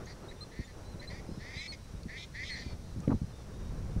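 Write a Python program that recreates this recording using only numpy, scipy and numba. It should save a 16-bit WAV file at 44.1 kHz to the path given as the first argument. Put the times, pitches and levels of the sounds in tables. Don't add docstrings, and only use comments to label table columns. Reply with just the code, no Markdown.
import sys
import numpy as np
from scipy import signal
from scipy.fft import rfft, irfft
from scipy.io import wavfile
from scipy.ndimage import uniform_filter1d
from numba import njit

SR = 44100
rng = np.random.default_rng(int(sys.argv[2]) if len(sys.argv) > 2 else 0)


def wav_out(sig):
    wavfile.write(sys.argv[1], SR, np.round(np.clip(np.atleast_2d(sig).T, -1, 1) * 32767).astype(np.int16))


N = 176400

# time_s, rumble_db, rush_db
WIND_STRENGTH = [(0, -50, -49.5), (.6, -53.5, -59.5), (1.1, -48.5, -52), (1.75, -52.5, -58.5),
                 (3.05, -47.5, -57), (3.4, -50, -55), (3.7, -42, -54), (4, -42.5, -49.5)]
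# frequency_hz, gain_db
RUMBLE_TONE = [(15, -4), (55, 3), (180, -6), (600, -32.5), (1500, -65)]
# frequency_hz, gain_db
RUSH_TONE = [(150, -6.5), (350, 1.5), (520, 1.5), (700, -5), (1500, -12.5), (8000, -49.5)]
# frequency_hz, gain_db
HISS_TONE = [(1200, 1), (3200, -4), (5900, -1.5), (7200, -7.5), (9600, -8), (11500, -15.5),
             (15500, -19.5)]
# pitch_hz, level_db
CAMERA_WHINE = [(5749, -75)]
# start_s, length_s, level_db, swell_db, upper_db, treble_db, start_pitch_hz, end_pitch_hz
SQUAWKS = [(.055, 0.089, -56, 2, -17, -2, 220.3, 245.7), (.308, 0.026, -46.5, -9, -17, -11.5, 215.5, 237),
           (.505, 0.15, -56, 3, -17, -8.5, 195.4, 241.5), (.665, 0.061, -59.5, -7, -17, -5.5, 230, 217),
           (1.008, 0.059, -51, -3, -25, -8.5, 215, 237.2), (1.088, .13, -54, -10.5, -12, -5, 229, 283.5),
           (1.385, 0.18, -51, 8.5, -12, -9.5, 199.2, 275.6),
           (1.535, 0.15, -46.5, 1, -5.5, -7.5, 265.5, 335.2),
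           (1.716, 0.043, -48.5, -4, -7.5, -3, 319, 300.2), (2.078, 0.11, -46.5, 5, -18, -14, 200, 270.2),
           (2.163, .097, -53, -2, 2.5, -6, 323.3, 350.8), (2.336, 0.125, -44.5, 4, -16, -11.5, 202, 273),
           (2.425, 0.091, -54, 2, 5.5, -1, 305, 328), (2.484, 0.1, -44, 0, -17, -8.5, 269, 219.6),
           (2.552, 0.095, -50, -4, -6.5, -1.5, 245, 225), (2.625, .125, -60.5, -8, -3, -3.5, 351.6, 332)]
# centre_hz, width_hz, gain_db, climb_hz_per_pitch_hz
NASAL_RINGS = [(4290, 1000, 8.5, 7.7), (5650, 490, 1, 4.2), (6770, 330, -8.5, 4.76)]
# start_s, length_s, level_db, top_pitch_hz
NEAR_WHISTLES = [(.055, 0.0091, -54, 6670), (.282, 0.028, -54, 3910), (.407, 0.035, -47.5, 4170),
                 (.995, 0.018, -51.5, 4150), (1.073, 0.023, -48, 4150), (1.574, 0.045, -47.5, 4070),
                 (1.676, 0.051, -45.5, 4390), (2.501, 0.051, -44.5, 4320)]
# start_s, length_s, level_db, start_pitch_hz, end_pitch_hz
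SLIDING_TONES = [(.085, .047, -59, 4800, 4640), (.637, 0.035, -61, 3480, 3660),
                 (.638, .03, -61.5, 6960, 7300), (1.26, 0.28, -68, 5110, 5390),
                 (2.629, .115, -59.5, 4680, 4400)]
# start_s, length_s, level_db, top_pitch_hz
FAR_WHISTLES = [(.41, 0.032, -58.5, 1260), (.85, 0.1, -66, 4110), (3.03, 0.028, -54.5, 1254)]
# time_s, length_s, level_db, thud_pitch_hz
GUSTS = [(0.593, 0.0166, -28, 156), (0.947, 0.028, -39.5, 86), (1.293, 0.0114, -35.5, 183),
         (1.318, 0.015, -35.5, 146), (1.376, 0.015, -35.5, 170), (1.57, 0.016, -37.5, 94),
         (1.941, 0.018, -35, 92.4), (2.055, 0.021, -32.5, 160), (2.665, 0.021, -35.5, 167),
         (2.732, 0.017, -37.5, 97), (2.964, 0.043, -33, 145), (3.0789, 0.028, -21, 242),
         (3.106, 0.027, -34.5, 790), (3.1186, 0.037, -24, 208), (3.151, 0.033, -29, 88),
         (3.219, 0.032, -30, 128), (3.966, 0.02, -23.5, 110)]
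# multiple_of_thud_pitch, gain_db
SWIRL_TONE = [(.2, 0), (.7, 6), (1.3, 3.5), (2.2, -15), (4.5, -30.5), (40, -90)]
# start_s, level_db, pitch_hz
STALK_SNAPS = [(2.033, -47, 4300), (3.003, -51.5, 7200), (3.08, -47, 2000)]

TIME_S = np.arange(N) / SR


def gain(db):
    return 10 ** (np.asarray(db) / 20)


def unit(x):
    return x / np.sqrt(np.mean(x ** 2) + 1e-20)


def noise(tone):
    hz, db = np.array(tone, float).T
    bins_hz = np.maximum(np.fft.rfftfreq(N, 1 / SR), 1)
    shape = gain(np.interp(np.log(bins_hz), np.log(hz), db))
    return unit(irfft(rfft(rng.standard_normal(N)) * shape, N))


def wander(rate_hz):
    step = max(int(SR / rate_hz), 2)
    held = rng.standard_normal(N)[np.arange(N) // step]
    return unit(uniform_filter1d(uniform_filter1d(held, step), step))


def fade(start, length, rise_s, fall_s):
    return np.clip((TIME_S - start) / rise_s, 0, 1) * np.clip((start + length - TIME_S) / fall_s, 0, 1)


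@njit
def moving_band(x, hz, width_hz):
    out, band, low = np.empty(len(x)), 0., 0.
    for i in range(len(x)):
        tuning, damping = np.tan(np.pi * hz[i] / SR), width_hz / hz[i]
        swing = (band + tuning * (x[i] - low)) / (1 + tuning * (tuning + damping))
        band, low = 2 * swing - band, low + 2 * tuning * swing
        out[i] = damping * swing
    return out


def ring(x, hz, width_hz):
    hz, width_hz = hz + np.zeros(N), float(width_hz)
    return unit(moving_band(moving_band(x, hz, width_hz), hz, width_hz))


def wind():
    times, rumble_db, rush_db = np.array(WIND_STRENGTH).T
    flutter = wander(21.886)
    rumble = noise(RUMBLE_TONE) * gain(np.interp(TIME_S, times, rumble_db) + 3.5 + .5 * flutter)
    rush = noise(RUSH_TONE) * gain(np.interp(TIME_S, times, rush_db) - .5 + 2.08 * flutter)
    return rumble + rush


def hiss_and_whine():
    whine = sum(gain(db) * np.sin(2 * np.pi * hz * TIME_S) for hz, db in CAMERA_WHINE)
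    return gain(-61) * noise(HISS_TONE) + np.sqrt(2) * whine


def chatter_notes(count):
    notes = []
    for slot in range(count):
        start_s = (slot + rng.random()) / count * N / SR
        length_s = .081 * (.5 + rng.random())
        level_db = -73 + 2 * rng.standard_normal()
        pitch_hz = 4020 * np.exp(.066 * np.clip(rng.standard_normal(), -2, 2))
        notes.append((start_s, length_s, level_db, pitch_hz))
    return notes


def buzz(pitch_hz, roughness, jitter=.055, shimmer_db=1.5):
    cycles = np.cumsum(pitch_hz * (1 + jitter * roughness * wander(250))) / SR
    pulses = np.sinc(((cycles + .5) % 1 - .5) * SR / pitch_hz / 2)
    return unit(pulses * gain(shimmer_db * wander(200))), cycles


def throat(pitch_hz, upper_db, treble_db):
    roughness = np.clip(.36 + .014 * treble_db, 0, 1)
    first_side, cycles = buzz(pitch_hz, roughness)
    second_side, _ = buzz(pitch_hz * .885, roughness)
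    pulses = unit(first_side + gain(-7.5) * second_side)
    breath = unit(rng.standard_normal(N) * np.exp(-(cycles % 1)))
    breath_shares = np.clip([roughness, roughness + .15], 0, 1)
    voice, airy_voice = (np.sqrt(1 - share) * pulses + np.sqrt(share) * breath for share in breath_shares)
    climb_hz = pitch_hz - 231.4
    main_band = signal.butter(5, (1635, 2710), "bandpass", fs=SR, output="sos")
    main = ring(signal.sosfilt(main_band, voice), 1935 + 2.8 * climb_hz, width_hz=435)
    upper = ring(airy_voice, 3670, width_hz=1360)
    nasal = unit(sum(gain(db) * ring(airy_voice, hz + slope * climb_hz, width)
                     for hz, width, db, slope in NASAL_RINGS))
    return main + gain(upper_db) * upper + gain(treble_db) * nasal


def squawks(rows):
    rows = np.array(rows)
    current_row = np.maximum(np.searchsorted(rows[:, 0], TIME_S) - 1, 0)
    start, length, db, swell_db, upper_db, treble_db, from_hz, to_hz = rows[current_row].T
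    progress = np.clip((TIME_S - start) / length, 0, 1)
    loudness = gain(db + swell_db * (progress - .5)) * fade(start, length, .02, .02)
    pitch_hz = to_hz + (from_hz - to_hz) * (1 - progress) ** 1.6
    return loudness * throat(pitch_hz, upper_db, treble_db)


def whistles(rows, top_s, fade_s, waver, octave_db):
    out, wobble = np.zeros(N), 1 + waver * wander(400)
    for start, length, db, hz in rows:
        sounding = (TIME_S >= start) & (TIME_S < start + length)
        age = TIME_S[sounding] - start
        arch = 1 - .045 * (age / top_s - 1) ** 2
        phase = 2 * np.pi * np.cumsum(hz * arch * wobble[sounding]) / SR
        loudness = gain(db) * np.clip(np.minimum(age, length - age) / fade_s, 0, 1)
        out[sounding] += loudness * (np.sin(phase) + gain(octave_db) * np.sin(2 * phase))
    return np.sqrt(2) * out


def sliding_tones(waver=.024, fade_s=.015):
    out = 0
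    for start, length, db, from_hz, to_hz in SLIDING_TONES:
        glide_hz = np.interp(TIME_S, [start, start + length], [from_hz, to_hz])
        phase = 2 * np.pi * np.cumsum(glide_hz * (1 + waver * wander(500))) / SR
        out += gain(db) * fade(start, length, fade_s, fade_s) * np.sin(phase)
    return np.sqrt(2) * out


def gusts(rise_s=.0044):
    out = 0
    for time, length, db, hz in GUSTS:
        phase = 2 * np.pi * hz * (TIME_S - time)
        thud = phase * np.exp((1 - phase ** 2) / 2)
        burst = fade(time - rise_s, length + 2 * rise_s, rise_s, length / 2)
        air = noise([(hz * multiple, tone_db) for multiple, tone_db in SWIRL_TONE])
        swirl = unit(burst * air) * np.sqrt(length * SR / N)
        out += gain(db) * (gain(1.5) * thud + gain(-4.5) * swirl)
    return out


def stalk_snaps(decay_s=.0022):
    out = 0
    for start, db, hz in STALK_SNAPS:
        burst = (TIME_S > start) * np.exp(-np.abs(TIME_S - start) / decay_s)
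        out += gain(db) * burst * ring(rng.standard_normal(N), hz, width_hz=hz / 2)
    return out


def scrub_echo(x, level_db=-17, die_away_s=.3):
    tail = rng.standard_normal(N) * np.exp(-np.log(1000) * TIME_S / die_away_s)
    return x + gain(level_db) * signal.fftconvolve(x, tail / np.linalg.norm(tail))[:N]


def scene():
    birds = squawks(SQUAWKS[::2]) + squawks(SQUAWKS[1::2])
    birds += sliding_tones()
    birds += whistles(NEAR_WHISTLES, top_s=.023, fade_s=.0039, waver=.0056, octave_db=-19)
    far_notes = FAR_WHISTLES + chatter_notes(count=44)
    birds += whistles(far_notes, top_s=.048, fade_s=.0068, waver=.0094, octave_db=-16)
    return (scrub_echo(birds + stalk_snaps()) + wind() + gusts() + hiss_and_whine())[None]


def record(dry, top_hz=15700):
    return signal.sosfilt(signal.ellip(10, .2, 70, top_hz, fs=SR, output="sos"), dry)


dry = scene()
out = record(dry)
wav_out(out)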